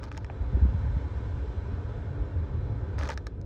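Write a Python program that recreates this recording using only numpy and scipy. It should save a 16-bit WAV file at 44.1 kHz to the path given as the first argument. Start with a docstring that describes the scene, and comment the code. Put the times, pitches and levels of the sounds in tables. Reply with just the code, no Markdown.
"""Inside a parked car, a hand turns the ratcheting climate dial, rests, then spins it again, faster.
Behind it air rushes from the vents: shaped noise with duct resonances, a low roar and fuzzy fan tones.
The cabin booms low and lumpy, with dull decaying thumps and brief gusts on the microphone.
The dial is snaps of coloured noise, ringing plastic and spring modes, scrapes and dull panel knocks, with
a short padded-cabin tail; the microphone rolls off the bass and the whole is band-limited near 16 kHz."""
import sys
import numpy as np
from scipy import signal
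from scipy.fft import rfft, irfft
from scipy.io import wavfile
from scipy.ndimage import uniform_filter1d

SR = 44100
rng = np.random.default_rng(int(sys.argv[2]) if len(sys.argv) > 2 else 0)


def master_out(mix):
    """Clip the mix to full scale and print it as 16-bit PCM to the path in sys.argv[1]."""
    frames = np.transpose(np.atleast_2d(mix))
    ceiling = np.clip(frames, -1, 1)
    pcm = np.round(ceiling * 32767).astype(np.int16)
    wavfile.write(sys.argv[1], SR, pcm)


N = 152145  # length in samples

# Vent rush over time, before the wide-band gain: time_s, level_db (700-2000 Hz), treble_db (2500-7000 Hz)
VENT_RUSH = [(0.0, -55.5, -68), (0.19, -60.5, -78), (0.32, -54, -66.5), (0.64, -51, -63.5),
             (1.29, -52.5, -63.5), (1.6, -52.5, -64), (2.22, -53, -66), (2.73, -54, -66.5),
             (2.95, -53.5, -66), (3.06, -52, -66.5), (3.23, -62, -72.5), (3.45, -64, -78)]
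# Spectrum of the vent rush: frequency_hz, density_db (relative, per Hz)
VENT_RUSH_SPECTRUM = [(240, -33.5), (400, 3.5), (439, 0), (789, -9), (852, -8), (1310, -13), (1530, -13.5),
                      (1650, -15.5), (2400, -25), (3930, -29), (8370, -45.5), (9470, -72.5), (13300, -76),
                      (15000, -54), (16000, -63)]
# Resonances of the air ducts: centre_hz, width_hz, lift_db
DUCT_RESONANCES = [(330, 52, -4.5), (505, 110, -3), (790, 71, 2), (1383, 62, 1), (3360, 140, 4)]
# Fan tones, level at the median rush: pitch_hz, width_hz, level_db
FAN_TONES = [(257, 8, -59), (290, 10, -55), (366, 11, -61), (455, 14, -62), (508, 14, -63), (838, 25, -65),
             (1550, 45, -68), (2248, 40, -78), (3540, 70, -82), (3957, 45, -81.5)]
# Low roar of the vents over time: time_s, level_db
ROAR = [(0.0, -46), (0.36, -49.5), (0.64, -51.5), (1.25, -46), (2.88, -43), (3.45, -45)]
# Spectrum of the low roar: frequency_hz, density_db (relative, per Hz)
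ROAR_SPECTRUM = [(71, -21.5), (120, 1), (232, -14), (290, -8.5), (335, -12), (425, -13), (900, -31.5),
                 (1400, -92.5)]
# Cabin boom over time: time_s, level_db
CABIN_BOOM = [(0.0, -37), (0.18, -36.5), (0.51, -29.5), (0.71, -25), (1.21, -31.5), (2.33, -32),
              (2.97, -28.5), (3.12, -40), (3.45, -33)]
# Spectrum of the cabin boom: frequency_hz, density_db (relative, per Hz)
CABIN_BOOM_SPECTRUM = [(16, -29), (30, -12), (52, -2.5), (66, 1.5), (110, -5.5), (162, -38.5), (200, -17),
                       (260, -34.5), (440, -120)]
# Dull thumps, level of the decay before its soft rise: start_s, level_db, pitch_hz, ring_t60_s
DULL_THUMPS = [(0.532, -6.5, 63.6, 0.17), (0.612, -8, 64, 0.28), (0.961, -5.5, 73.4, 0.061),
               (1.159, -6.5, 78.6, 0.061), (1.568, -14.5, 64.6, 0.15), (1.719, -7.5, 69, 0.062),
               (2.346, -19, 79.3, 0.37), (2.946, -22.5, 70.5, 0.8)]
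# Gusts on the microphone: centre_s, peak_db, centre_hz
MIC_GUSTS = [(.535, -22.5, 130), (0.573, -23.5, 247), (0.625, -24.5, 177), (0.654, -20.5, 186),
             (0.748, -23.5, 149), (0.848, -24, 124), (0.97, -22, 130), (1.207, -30, 200)]
# Dial detents, gains of the snap and of the ringing body: start_s, snap_db, ring_db
DETENTS = [(0.031, -40, -35.5), (0.0386, -33.5, -47), (0.0629, -52, -46.5), (0.1155, -39, -34),
           (0.125, -44, -46), (0.1472, -52, -42), (0.1684, -46, -37), (0.175, -29, -36.5),
           (0.2106, -68, -54), (0.2449, -37, -36), (0.2644, -52, -49), (2.9833, -39, -37),
           (2.9886, -28.5, -39), (3.0034, -46, -57), (3.0099, -45, -30), (3.022, -37, -38),
           (3.0271, -41, -35), (3.0332, -29, -31.5), (3.0454, -42, -59), (3.0538, -36, -32),
           (3.0668, -42, -58), (3.0749, -35, -39), (3.089, -25, -30), (3.101, -25, -31), (3.1055, -43, -30),
           (3.1163, -49, -36.5), (3.1208, -40, -36), (3.1324, -52, -68), (3.1396, -36, -57),
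           (3.175, -26.5, -33.5), (3.2678, -26, -32), (3.4133, -41.5, -60)]
# Spectrum of the dry plastic: frequency_hz, density_db (relative, per Hz)
PLASTIC_SPECTRUM = [(500, -22), (1200, -7), (2800, -16), (4200, -6), (5400, -7), (6300, -8), (7000, -14),
                    (9000, -21.5), (12000, -41), (13800, -37), (15000, -26), (17000, -46)]
# Ringing modes of the dial body, relative: pitch_hz, level_db, ring_t60_s
DIAL_MODES = [(480, -5, 0.03), (600, -7, 0.025), (893, -6, 0.02), (1305, 1, .012), (1614, 3, 0.011),
              (1850, 3, 0.009), (2300, 1, 0.008), (3257, -2, 0.006)]
# Modes of the detent spring, rung with the snap, relative: pitch_hz, level_db, ring_t60_s
SPRING_MODES = [(5440, -2, .007), (6850, -5, .006)]
# Plastic rubbing on plastic: start_s, length_s, level_db
DIAL_SCRAPES = [(0.021, 0.0375, -50.5), (0.068, 0.025, -54), (0.093, 0.16, -59), (2.974, 0.114, -45),
                (3.082, 0.06, -42.5)]
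# Dull panel knocks: start_s, gain_db, pitch_factor
PANEL_KNOCKS = [(.1775, -42, 1.21), (.2990, -36.5, 1.01), (3.0935, -33.5, 1.23)]
# Modes of the panel, relative: pitch_hz, level_db, ring_t60_s
PANEL_MODES = [(740, 7, 0.03), (1500, 10, 0.006), (2400, 6, 0.006)]

RUSH_WIDE_GAIN = 1.51  # whole rush over its middle band
RUSH_TILT = 0.79  # dB per octave for each dB of brightness
TONE_STEADY = 1.5  # steady part of a fan tone against its random wander
THUMP_RISE_S, GUST_CYCLES, GUST_LEAD_S = 0.011, 0.9, 0.02
SNAP_RISE_S, SNAP_T60_S = 0.0014, 0.008
DIAL_RISE_S, KNOCK_RISE_S = 0.0009, 0.0006
DETUNE, STRIKE_DB = 0.05, 2.5  # mode scatter from blow to blow: fraction of pitch, dB
# During the fast spin the spring modes are quieter and drawn with wider random detuning
SPIN_START_S, SPIN_END_S, SPIN_SPRING_DB, SPIN_DETUNE = 2.97, 3.15, -5, 0.09
SCRAPE_TILT_DB, SCRAPE_FLICKER_DB = 8.5, 3  # tilt toward the bass is per octave
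CABIN_T60_S, CABIN_DB, CABIN_HZ = 0.04, -15, 4000
LOW_CUT_HZ, HIGH_EDGE_HZ = 46.5, 16050


def amp(db):
    """Decibels to amplitude."""
    return 10 ** (np.asarray(db) / 20)


def even(x):
    """Scale to unit RMS."""
    return x / np.sqrt(np.mean(x ** 2) + 1e-20)


def curve(table, column=1):
    """Draw one table column as a line over the whole scene."""
    rows = np.array(table)
    return np.interp(np.arange(N) / SR, rows[:, 0], rows[:, column])


def add(mix, start_s, sound):
    """Lay a sound into the mix, cut off at the end of the scene."""
    part = mix[round(start_s * SR):][:len(sound)]
    part += sound[:len(part)]


def air(spectrum, patchy_db, flicker_db, tilt_db=np.zeros(N), lifts=(), ripple_db=0, size=2048):
    """Turbulent air: random short-time spectra with drifting patches and broad flicker, at unit RMS."""
    hop = size // 4
    frames, hz = N // hop + 5, np.fft.rfftfreq(size, 1 / SR)
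    real, imag, patches = rng.standard_normal((frames, len(hz), 3)).T
    patches = uniform_filter1d(patches, size=10, axis=0)
    patches = even(uniform_filter1d(patches, size=10, axis=1))

    f, db = np.transpose(spectrum)
    shape = np.interp(np.log(hz + 1), np.log(f + 1), db, left=-90, right=-120)
    for centre, width, lift in lifts:
        shape = shape + lift / (1 + (2 * (hz - centre) / width) ** 2)
    # Cabin reflections leave a lasting uneven ripple over the spectrum
    ripple = even(uniform_filter1d(rng.standard_normal(len(hz)), size=2))
    shape = shape + ripple_db * ripple

    octaves = np.log2(np.maximum(hz, 1200) / 1200)  # the tilt acts above 1200 Hz
    tilt = octaves[:, None] * tilt_db[np.minimum(np.arange(frames) * hop, N - 1)]
    flicker = even(uniform_filter1d(rng.standard_normal(frames), size=3))
    level_db = shape[:, None] + tilt + patchy_db * patches + flicker_db * flicker
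    bins = (real + 1j * imag) * amp(level_db)
    return even(signal.istft(bins, nperseg=size, noverlap=size - hop)[1][:N])


def vent_rush():
    """Turbulent rush coloured by duct resonances; its treble tilts with the brightness."""
    bright = curve(VENT_RUSH, column=2) - curve(VENT_RUSH)
    tilt_db = RUSH_TILT * (bright - np.median(bright))
    noise = air(VENT_RUSH_SPECTRUM, patchy_db=0.88, flicker_db=-0.18, tilt_db=tilt_db,
                lifts=DUCT_RESONANCES, ripple_db=3.5)
    return RUSH_WIDE_GAIN * amp(curve(VENT_RUSH)) * noise


def vent_roar():
    """Low roar of the moving air: patchy, flickering noise."""
    return amp(curve(ROAR)) * air(ROAR_SPECTRUM, patchy_db=-1.5, flicker_db=-1.1)


def fan_tones():
    """Tones blurred by slow random changes of strength and phase, following the rush level."""
    out, t = np.zeros(N), np.arange(N) / SR
    level = amp(curve(VENT_RUSH))
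    level = level / np.median(level)
    for hz, width, db in FAN_TONES:
        pole = np.exp(-np.pi * width / SR)
        noise = rng.standard_normal(N) + 1j * rng.standard_normal(N)
        slow = signal.lfilter([1], [1, -2 * pole, pole * pole], noise)
        wander = TONE_STEADY + even(slow.real) + 1j * even(slow.imag)
        tone = (wander * np.exp(2j * np.pi * hz * t)).real
        out += amp(db) * level * even(tone)
    return out


def cabin_boom():
    """Lumpy low noise of the cabin."""
    return amp(curve(CABIN_BOOM)) * air(CABIN_BOOM_SPECTRUM, patchy_db=0.56, flicker_db=1.34)


def dull_thumps():
    """Low tones that swell softly and ring out."""
    out, t = np.zeros(N), np.arange(SR // 3) / SR
    rise = 1 - np.exp(-(t / THUMP_RISE_S) ** 2)
    for start, db, hz, t60 in DULL_THUMPS:
        add(out, start, amp(db - 60 * t / t60) * rise * np.sin(2 * np.pi * hz * t))
    return out


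def mic_gusts():
    """Short pressure pulses on the microphone: a negative peak between smaller positive swings."""
    out, t = np.zeros(N), np.arange(SR // 3) / SR
    for centre, db, hz in MIC_GUSTS:
        cycles = hz * (t - GUST_LEAD_S)
        bell = np.exp(-(2 * cycles / GUST_CYCLES) ** 2)
        add(out, centre - GUST_LEAD_S, -amp(db) * np.cos(2 * np.pi * cycles) * bell)
    return out


def strike(modes, draw, rise_s, detune=DETUNE):
    """A blow rings each mode, a little detuned and unevenly excited."""
    t = np.arange(2500) / SR
    ring = np.zeros(len(t))
    for (hz, db, t60), (strength, offset) in zip(modes, draw):
        decay = amp(db + STRIKE_DB * strength - 60 * t / t60)
        ring += decay * np.sin(2 * np.pi * hz * (1 + detune * offset) * t)
    return (1 - np.exp(-(t / rise_s) ** 2)) * ring


def plastic(noise, tilt_db):
    """Noise coloured like the dry plastic of the dial, tilted toward the bass about 2500 Hz."""
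    hz = np.fft.rfftfreq(len(noise), 1 / SR) + 1
    f, db = np.transpose(PLASTIC_SPECTRUM)
    shape = np.interp(np.log(hz), np.log(f), db, left=-60)
    shape = shape + tilt_db * np.log2(2500 / hz)
    return even(irfft(rfft(noise) * amp(shape), len(noise)))


def panel_knocks():
    """Dull knocks that ring the panel modes, shifted together in pitch."""
    out = np.zeros(N)
    no_scatter = np.zeros((len(PANEL_MODES), 2))
    for start, db, pitch in PANEL_KNOCKS:
        modes = np.array(PANEL_MODES) * [pitch, 1, 1]
        add(out, start, amp(db) * strike(modes, no_scatter, KNOCK_RISE_S))
    return out


def dial_scrapes():
    """Plastic rubs on plastic as the dial turns: flickering noise with soft ends."""
    out = np.zeros(N)
    flicker = even(uniform_filter1d(rng.standard_normal(N), size=150))
    rub = plastic(rng.standard_normal(N), SCRAPE_TILT_DB) * amp(SCRAPE_FLICKER_DB * flicker)
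    for start, length, db in DIAL_SCRAPES:
        part = rub[round(start * SR):][:round(length * SR)]
        add(out, start, amp(db) * part * signal.windows.tukey(len(part), 0.2))
    return out


def dial_detents():
    """Each detent snaps dry, rings its spring and briefly rings the plastic body."""
    out, t = np.zeros(N), np.arange(2048) / SR
    envelope = (1 - np.exp(-(t / SNAP_RISE_S) ** 2)) * amp(-60 * t / SNAP_T60_S)
    for start, snap_db, ring_db in DETENTS:
        draw = rng.standard_normal((len(DIAL_MODES), 2))
        spun = SPIN_START_S < start < SPIN_END_S
        spring_draw = draw[::-1] * [0.5, 1]  # half the usual strength scatter
        spring = strike(SPRING_MODES, spring_draw, SNAP_RISE_S, SPIN_DETUNE if spun else DETUNE / 4)
        spring = amp(spun * SPIN_SPRING_DB) * spring[:len(t)]
        snap = envelope * plastic(rng.standard_normal(len(t)), 0)
        add(out, start, amp(snap_db) * (snap + spring))
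        add(out, start, amp(ring_db) * strike(DIAL_MODES, draw, DIAL_RISE_S))
    return out


def cabin(x):
    """Short, dull tail of a padded cabin: decaying low-passed noise after a 2 ms gap."""
    t = np.arange(SR // 6) / SR
    noise = signal.lfilter(*signal.butter(1, CABIN_HZ, fs=SR), rng.standard_normal(len(t)))
    tail = noise * amp(-60 * t / CABIN_T60_S) * (t > 0.002)
    return x + amp(CABIN_DB) * signal.oaconvolve(x, tail / np.linalg.norm(tail))[:N]


def scene():
    """Vents and cabin air behind the dial; only the dial excites the cabin tail."""
    vents = vent_rush() + vent_roar() + fan_tones()
    low_end = cabin_boom() + dull_thumps() + mic_gusts()
    dial = panel_knocks() + dial_scrapes() + dial_detents()
    return (vents + low_end + cabin(dial))[None]


def record(dry):
    """Bass roll-off of the microphone, then the band limit."""
    cut = signal.lfilter(*signal.butter(2, LOW_CUT_HZ, "high", fs=SR), dry)
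    band_limit = signal.firwin(511, HIGH_EDGE_HZ, window=("kaiser", 9), fs=SR)
    return signal.oaconvolve(cut, band_limit[None], "same")


dry = scene()
out = record(dry)
master_out(out)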